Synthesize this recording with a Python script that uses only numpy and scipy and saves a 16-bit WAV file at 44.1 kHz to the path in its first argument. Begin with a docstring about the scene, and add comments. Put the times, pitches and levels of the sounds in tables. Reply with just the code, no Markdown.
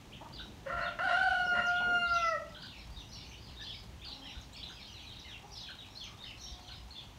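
"""A rooster crows in a farm yard under trees: a hoarse first note, then a long one that clears and sinks.
Its syrinx is a harmonic source, filtered by throat and mouth; uneven membrane slaps add a rasp.
Hens cluck, murmur, peck and scratch, small birds whistle gliding chirps, and near the end a distant
rooster crows faintly. Trunks, fence and leaves scatter these sounds into echoes.
Under them lie a low rumble and a faint hiss."""
import sys
import numpy as np
from scipy import signal
from scipy.fft import rfft, irfft
from scipy.io import wavfile
from scipy.ndimage import map_coordinates

SR = 44100
rng = np.random.default_rng(int(sys.argv[2]) if len(sys.argv) > 2 else 0)


def store_pcm(level_fs):
    """Save levels as 16-bit WAV."""
    pcm = np.round(np.clip(level_fs, -1, 1) * 32767).astype(np.int16)
    wavfile.write(sys.argv[1], SR, np.atleast_2d(pcm).T)


N = 316638
TIME = np.arange(N) / SR


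def undb(db):
    """Level in decibels to amplitude ratio."""
    return 10 ** (np.asarray(db) / 20)


def unit(x):
    """Normalisation to rms 1."""
    return x / np.sqrt(np.mean(x ** 2) + 1e-20)


def curve(points):
    """Linear interpolation of (t/s, value) points at every sample."""
    return np.interp(TIME, *np.transpose(points))


def spectrum_at(points, hz):
    """Gain of a frequency response (f/Hz, level/dB), interpolated over log frequency."""
    f, db = np.transpose(points)
    return undb(np.interp(np.log(hz + 1), np.log(f), db))


def walk(rate, size=N):
    """Smooth random modulation: a spline through `rate` unit Gaussian values a second."""
    place = np.arange(size) * rate / SR
    return map_coordinates(rng.standard_normal(int(place[-1]) + 4), [place + 1], order=2)


def ring(x, hz, width_hz):
    """Second-order resonance with gain 1 at its centre."""
    return signal.lfilter(*signal.iirpeak(min(hz, .45 * SR), hz / width_hz, fs=SR), x)


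def resonate(x, modes):
    """Parallel resonances (f/Hz, bandwidth/Hz, level/dB), each applied twice; rms 1."""
    return unit(sum(undb(db) * ring(ring(x, hz, width), hz, width) for hz, width, db in modes))


def add(track, s, sound):
    """Superposition of a sound on the track from time s."""
    i = max(int(s * SR), 0)
    track[i:i + len(sound)] += sound[:max(N - i, 0)]


def air(hiss_db=-56):
    """Spectral shaping of white noise gives the steady, wide hiss of still air."""
    # f/Hz, relative spectral density/dB
    density = [(30, -20), (55, -1.5), (100, -1), (170, -8.5), (300, -12), (450, -18.5), (900, -14),
               (1400, -20.5), (2100, -20.5), (3400, -20), (5000, -27), (6300, -26), (8000, -33),
               (15500, -39)]
    hz = np.arange(N // 2 + 1) * SR / N
    return undb(hiss_db) * unit(irfft(rfft(rng.standard_normal(N)) * spectrum_at(density, hz), N))


def rumble(rumble_db=-56.5, sway_db=3.5, bump_db=-3, bump_hz=60, bump_s=.054):
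    """Amplitude modulation makes low noise sway; short tone bursts are heard as soft bumps."""
    # t/s, relative peak level/dB
    bumps = [(2.105, -41), (2.964, -37.5), (3.5, -37.5), (4.363, -34.5), (6.514, -35.5)]
    out = resonate(rng.standard_normal(N), [(57.1, 34, .5), (97.2, 27, -7)])
    out *= undb(rumble_db + sway_db * walk(9))
    t = TIME[:int(bump_s * SR)]
    bump = np.sin(np.pi * np.sqrt(t / bump_s)) ** 2 * np.sin(2 * np.pi * bump_hz * t)
    for s, db in bumps:
        add(out, s, undb(db + bump_db) * bump)
    return out


def foraging(ticks_per_s=70, spread_db=3, grain_s=.0048, litter_db=-71, peck_db=-69):
    """Random impacts of feet on dry litter and beaks on soil make noise grains; feathers add friction."""
    # the flock shuffling its feathers: t/s, level/dB
    shuffle = [(0, -57), (.6, -55), (1, -59.5), (2.5, -60), (3.7, -61.5), (4.6, -62.5), (7.1, -68.5)]
    ticks = (rng.random(N) < ticks_per_s / SR) * undb(spread_db * np.minimum(rng.exponential(size=N), 3))
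    grains = signal.fftconvolve(ticks, np.exp(-TIME[:1024] / grain_s))[:N] * rng.standard_normal(N)
    feathers = undb(curve(shuffle) + 2 * walk(14)) * resonate(rng.standard_normal(N), [(157, 230, 0)])
    litter = undb(litter_db) * resonate(grains, [(2800, 5000, 0)])
    pecks = undb(peck_db) * resonate(grains, [(827, 540, 0)])
    return feathers + litter + pecks


def chirp(length, arch_hz, waver=.019, waver_hz=340, octave_db=-23):
    """A whistle arches through three pitches; fast random modulation makes it buzz slightly; rms 1."""
    u = np.linspace(0, 1, int(length * SR))
    arch = np.polyval(np.polyfit([0, .5, 1], arch_hz, 2), u)
    hz = arch * (1 + waver * walk(waver_hz, size=len(u)))
    phase = 2 * np.pi * np.cumsum(hz) / SR
    swell = signal.windows.tukey(len(u), .35) * undb(3.65 * walk(207.4, size=len(u)))
    # the highest notes are forced, and carry the most octave
    octave = undb(octave_db) * (hz / 5500) ** 4 * np.sin(2 * phase)
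    return unit(swell * (np.sin(phase) + octave))


def near_birds(gain_db=-2, arch_octaves=.1, slide_db=-12, slide_s=.05, flick_db=1, flick_s=.011):
    """Frequency sweeps form the calls: arched glides, and high flicks that drop to a low note."""
    # t/s, duration/s, middle f/Hz, glide/octaves, relative level/dB
    glides = [ (0.117, 0.034, 3050, 0.9, -52.5), (0.146, 0.03, 2660, -.6, -61),
              (0.321, 0.024, 4500, 0.4, -52.5), (0.345, .034, 4300, -0.52, -52),
              (0.39, 0.024, 3830, 0.2, -46), (0.809, 0.042, 4280, 0.06, -52),
              (0.851, 0.049, 3400, -0.51, -49.5), (1.079, 0.051, 3810, -0.15, -56.5),
              (1.142, .03, 5700, -.4, -64), (1.154, 0.045, 3590, 0, -54), (1.215, 0.06, 4580, 0, -54.5),
              (1.446, 0.038, 5450, -0.03, -55.5), (1.661, 0.031, 5500, -0.76, -51),
              (1.757, 0.035, 3370, -0.39, -47), (2.006, 0.09, 4090, -0.44, -52),
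              (2.111, 0.025, 4710, 0.17, -50), (2.121, 0.2, 5550, -0.45, -53),
              (2.154, 0.036, 3600, -.3, -49.5), (2.55, 0.025, 3320, 0, -54.5),
              (2.62, 0.026, 4700, -0.16, -53), (2.628, 0.073, 3350, 0.42, -57),
              (2.76, 0.035, 2480, -.15, -61), (2.96, 0.035, 3750, -0.12, -49.5),
              (3.109, 0.094, 5720, -0.24, -55), (3.117, 0.11, 4150, -0.5, -55.5),
              (3.249, 0.1, 6000, -.2, -63), (3.307, 0.05, 2800, .7, -58),
              (3.466, 0.044, 3195, -0.52, -59.5), (3.592, 0.03, 1764, 0.12, -55),
              (3.601, 0.079, 4010, .4, -52.5), (3.664, 0.061, 3324, -0.36, -46.5),
              (4.018, 0.047, 2810, 0.55, -56.5), (4.045, 0.048, 4520, -0.33, -48),
              (4.115, 0.028, 4050, .15, -46.5), (4.24, .03, 1950, 0.32, -59),
              (4.237, 0.07, 3050, -0.54, -52), (4.411, 0.021, 5900, -0.45, -58),
              (4.525, .025, 7400, 0.2, -61), (4.527, 0.06, 4400, 0.33, -55),
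              (4.564, 0.018, 5320, -0.16, -54), (4.574, 0.05, 3400, -0.44, -55.5),
              (4.629, 0.016, 3900, 0.4, -42.5), (4.746, .08, 2500, -.45, -60.5),
              (4.803, 0.039, 3750, -0.2, -55), (4.933, 0.076, 3870, -0.5, -54.5),
              (5.061, 0.047, 3900, -0.15, -51.5), (5.165, 0.012, 3910, 0.12, -49.5),
              (5.191, 0.017, 5700, -0.54, -55), (5.245, 0.038, 2075, -0.19, -56.5),
              (5.274, 0.088, 3330, -0.78, -51.5), (5.509, 0.091, 5480, -0.34, -52),
              (5.555, 0.042, 4175, 0.58, -52.5), (5.594, 0.058, 3750, -0.39, -49.5),
              (5.784, 0.03, 3700, -0.3, -49), (5.951, 0.039, 4250, 0.16, -47.5),
              (5.996, 0.052, 3300, -0.48, -47.5), (6.038, 0.024, 5800, -0.4, -53),
              (6.234, 0.015, 3750, -0, -49), (6.239, .01, 2000, .5, -54), (6.249, 0.04, 3050, -0.27, -49.5),
              (6.401, 0.063, 5690, 0.02, -50.5), (6.46, 0.039, 3490, .45, -53.5),
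              (6.518, 0.014, 5500, -0.45, -53), (6.676, 0.026, 3470, -0.55, -53),
              (6.708, 0.046, 4050, -0.33, -52), (6.904, 0.026, 4350, -0.01, -50),
              (6.952, 0.044, 3523, -0.02, -48)]
    # flick and low note: t/s, relative level/dB
    two_step_calls = [(0.393, -49.5), (2.556, -53), (2.63, -52), (4.051, -58.5), (4.348, -59), (4.695, -54),
                      (5.687, -49), (6.693, -56.5)]
    out = np.zeros(N)
    for s, length, hz, glide, db in glides:
        arch_hz = hz * 2 ** np.array([-glide / 2 - arch_octaves, 0, glide / 2 - arch_octaves])
        buzz = .0211 * (hz / 4200) ** 2
        add(out, s, undb(db + gain_db) * chirp(length, arch_hz, waver=buzz))
        if glide < 0:  # falling calls trail off in a soft slide
            slide = chirp(slide_s, arch_hz[2] * np.linspace(1.12, .75, 3))
            add(out, s + .73 * length, undb(db + slide_db) * slide)
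    for s, db in two_step_calls:
        add(out, s - flick_s, undb(db + flick_db) * chirp(flick_s, arch_hz=(3870, 3303, 2820)))
        add(out, s, undb(db + gain_db) * chirp(.0129, arch_hz=(1764, 1496, 1330)))
    return out


def hens_and_distant_rooster(throat_width_hz=380, chest=.29, rise=.0279):
    """Formant filtering: one throat resonance weights the harmonics; the chest adds some fundamental."""
    # hen clucks and murmurs, then in the last row a faint, distant rooster's crow:
    # t/s, duration/s, pitch f/Hz, throat f/Hz, flutter/fraction of pitch, level/dB
    calls = [(0.205, 0.037, 305, 800, 0.12, -49.5), (0.247, 0.032, 316, 1050, 0.13, -53.5),
             (1.044, 0.031, 267, 300, 0.025, -53.5), (1.454, 0.036, 198, 587, 0.29, -50),
             (1.515, 0.037, 195.3, 420, 0.25, -50.5), (1.55, 0.086, 220, 223, 0.009, -51),
             (1.797, 0.045, 212.8, 800, 0.23, -45), (1.838, 0.14, 226.8, 443, 0.18, -50),
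             (1.914, 0.12, 226, 228, 0.008, -55), (4.039, 0.39, 277.4, 825, 0.049, -64.5),
             (4.085, 0.29, 269, 280, 0.009, -62), (5.43, 0.045, 413, 840, 0.065, -54.5),
             (6.048, .15, 381, 1230, 0.095, -64), (6.201, 0.73, 361.4, 858, 0.0042, -69)]
    out = np.zeros(N)
    for s, length, pitch_hz, throat_hz, flutter, db in calls:
        u = np.linspace(0, 1, int(length * SR))
        hz = pitch_hz * (1 + rise * (u - .5)) * (1 + flutter * walk(298.6, size=len(u)))
        phase = 2 * np.pi * np.cumsum(hz) / SR
        note = chest * np.sin(phase)
        for k in range(1, 9):
            detuning = 2 * (k * hz - throat_hz) / throat_width_hz
            note += np.sin(k * phase) / (1 + detuning ** 2)
        add(out, s, undb(db) * unit(note * np.sin(np.pi * u ** .9)))
    return out


def far_birds(far_db=-60, centre_hz=4150, spread_octaves=.62, calls_per_s=34, strays=54, stray_db=-66):
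    """Thin whistles overlap in bouts, with strays between; attenuation with distance dims the highest."""
    # t/s, duration/s, relative level/dB
    bouts = [(.32, .12, -9.5), (1.059, .15, -1), (1.66, .12, -0.5), (2.08, .22, 6.5), (2.576, .24, -1.5),
             (2.924, .1, -3.5), (3.109, .16, -0.5), (3.311, .2, -2.5), (3.582, .18, 4), (4.017, .14, 2.5),
             (4.218, .1, 2), (4.529, .22, 0.5), (4.76, .2, 0), (5.001, .32, -2.5), (5.519, .2, 2),
             (5.932, .12, -0.5), (6.206, .09, 2), (6.387, .14, 2.5), (6.626, .14, -2.5), (6.92, .1, -7)]
    calls = []
    for s, length, db in bouts:
        count = int(length * calls_per_s) + 1
        calls += [(s + length * (k + rng.random()) / count, db + far_db) for k in range(count)]
    calls += [(s, stray_db) for s in rng.uniform(1, 7, strays)]
    out = np.zeros(N)
    for s, db in calls:
        top_hz = centre_hz * 2 ** rng.uniform(-spread_octaves, spread_octaves)
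        length = rng.uniform(.03, .085)
        gain = undb(db + 3 * rng.uniform(-.47, 1)) / (1 + (top_hz / 5800) ** 4)
        arch_hz = top_hz * np.array([.85, 1, .68]) ** rng.uniform(.3, 1.31, 3)
        add(out, s - length / 2, gain * chirp(length, arch_hz, waver=.025))
    return out


def rasp(slap_hz=170):
    """Impulse excitation: uneven slaps of the syrinx membranes, mixed with noise, ring the throat."""
    # f/Hz, bandwidth/Hz, relative level/dB
    throat_modes = [(594.3, 43, 6), (1036, 157, -2), (1440, 180, 3.5), (1823, 315, -2), (2800, 180, -10.5),
                    (4400, 1300, -27.5)]
    cycles = np.floor(np.cumsum(slap_hz * np.exp(.54 * walk(200))) / SR)
    slaps = unit(np.diff(cycles, prepend=0) * undb(.39 * walk(150)))
    return resonate(slaps + 1.45 * rng.standard_normal(N), throat_modes)


def crow_tone(flutter, flutter_hz=150, trill_hz=38, shimmer=9, overtone_db=-46, turbulence_db=21):
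    """Source and filter: the syrinx's harmonics slide through fixed resonances of mouth and throat."""
    # the short note breaks upward: t/s, f/Hz
    short_pitch = [(.65, 537.6), (.69, 558.6), (.71, 694.6), (.9, 690.7)]
    # the long note catches once, holds and sinks: t/s, f/Hz
    long_pitch = [(.99, 669.3), (1.05, 755.8), (1.136, 697.3), (1.19, 760.7), (1.422, 718.9),
                  (1.599, 703.2), (1.82, 715.5), (2.199, 684.2), (2.325, 649.4), (2.365, 585)]
    # response to harmonics 1-3: f/Hz, gain/dB
    mouth = [(540, -25.5), (650, -34.5), (750, -35.5), (1050, -55), (1300, -27), (1430, -29.5),
             (1550, -31.5), (1700, -60), (1920, -27.5), (2020, -39), (2120, -56.5), (2300, -53)]
    # response to harmonics 4-17: f/Hz, relative gain/dB
    throat = [(2800, 4), (3550, -25), (4250, -10), (4950, -33), (5700, -17), (6300, -36.5), (7000, -20.5),
              (7700, -40), (8300, -30), (8900, -33), (9800, -24), (10600, -50), (11500, -34.5),
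              (12500, -51)]
    # noise bands of the open beak: f/Hz, bandwidth/Hz, relative level/dB
    turbulence = [(3270, 230, 1), (4030, 810, 0), (8300, 1100, -17)]
    # the fundamental thins and returns: t/s, gain/dB
    fundamental = [(.7, -0.5), (1.05, 1.5), (1.3, 5), (1.5, 3.5), (1.64, -7.5), (1.71, 5.5), (1.86, 1),
                   (1.98, -7.5), (2.28, -1.5), (2.36, 7.5)]
    # upper harmonics and hiss against the low harmonics: t/s, relative gain/dB
    brightness = [(.7, -7), (.9, 0.5), (1.02, -0.5), (1.4, 4), (1.55, -2.5), (1.65, 2), (1.75, -2),
                  (2.15, -0.5), (2.27, -5), (2.35, -13)]
    pitch = curve(short_pitch + long_pitch)
    trill = np.sin(2 * np.pi * np.cumsum(trill_hz * (1 + .2537 * walk(30))) / SR)
    shake = .778 * walk(flutter_hz) + .85 * trill + .364 * walk(600)
    phase = 2 * np.pi * np.cumsum(pitch * (1 + flutter * shake)) / SR
    first, second, third = (spectrum_at(mouth, k * pitch) * np.sin(k * phase) for k in range(1, 4))
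    lower = undb(curve(fundamental)) * first + second + third
    upper = sum(spectrum_at(throat, k * pitch) * np.sin(k * phase) for k in range(4, 18))
    # the harder the flutter, the more the air stream hisses
    upper += undb(turbulence_db) * flutter * resonate(rng.standard_normal(N), turbulence)
    tone = lower + undb(overtone_db + curve(brightness)) * upper
    return np.sqrt(2) * tone * (1 + shimmer * flutter * walk(flutter_hz))


def rooster(gain_db=-2, attack_s=.019, release_s=.037, settles_at_s=1.4, settling_s=.051, rasp_db=-54):
    """Irregular oscillation: the forced syrinx flutters and rasps, then settles into a clear tone."""
    # start t/s, end t/s, relative level/dB
    notes = [(0.656, 0.883, -2.5), (0.99, 2.345, -0.5)]
    # swell of the long note, whose first value also holds for the short one: t/s, relative level/dB
    loudness = [(.99, -8), (1.04, 0), (1.3, -2), (1.38, -3), (1.54, -1), (1.72, -3.5), (1.89, -1.5),
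                (1.95, 2.5), (2.03, 0.5), (2.1, -6.5), (2.16, 0), (2.34, -6.5)]
    # the voice cracks into a rasp: t/s, duration/s, relative level/dB
    voice_cracks = [(0.644, 0.12, -45), (0.755, 0.13, -39), (.987, .014, -33.5), (1.077, .065, -37.5),
                    (1.531, 0.092, -35)]
    sounding, effort, cracks = np.zeros((3, N))
    for start, end, db in notes:
        gate = np.clip((TIME - start) / attack_s, 0, 1) * np.clip(1 - (TIME - end) / release_s, 0, 1)
        sounding += gate
        effort += gate * undb(db + curve(loudness))
    for s, length, db in voice_cracks:
        add(cracks, s, undb(db) * signal.windows.tukey(int(length * SR), .5))
    forced = .5 - .5 * np.tanh((TIME - settles_at_s) / (2 * settling_s))
    flutter = .0023 + .0223 * forced + .78 * cracks
    hoarseness = cracks + sounding * undb(rasp_db) * forced
    return undb(gain_db) * (effort * crow_tone(flutter) + hoarseness * rasp())


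def yard(x, wet_db, t60, gap_s, lowpass_hz=6180):
    """Reverberation: scattering from trunks, fence and leaves adds a dull, exponentially fading tail."""
    t = np.arange(SR) / SR
    scatter = rng.standard_normal(SR) * np.exp(.5 * rng.standard_normal(SR))
    dull = signal.sosfilt(signal.butter(2, lowpass_hz, fs=SR, output="sos"), scatter)
    build_up = 1 - np.exp(-(t / gap_s) ** 2)
    tail = dull * np.exp(-np.log(1000) * t / t60) * build_up
    return x + undb(wet_db) * signal.fftconvolve(x, tail / np.linalg.norm(tail))[:N]


def scene():
    """Reverberation suggests distance: hens near, the main rooster further, birds deep in the trees."""
    crow = yard(rooster(), wet_db=-7.5, t60=.45, gap_s=.0088)
    fowl = yard(hens_and_distant_rooster() + foraging(), wet_db=-9.5, t60=.45, gap_s=.027)
    chirps = yard(near_birds(), wet_db=-4.5, t60=.33, gap_s=.01)
    twitter = yard(far_birds(), wet_db=-2.5, t60=.33, gap_s=.01)
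    return (crow + fowl + chirps + twitter + air() + rumble())[None]


def record(dry, notch_hz=10500, notch_depth=.3, top_hz=15700):
    """Linear filtering: the microphone port dips the treble and the recorder's low-pass cuts the top."""
    coloured = dry - notch_depth * ring(dry, notch_hz, width_hz=750)
    return signal.sosfilt(signal.ellip(10, .2, 70, top_hz, fs=SR, output="sos"), coloured)


dry = scene()
out = record(dry)
store_pcm(out)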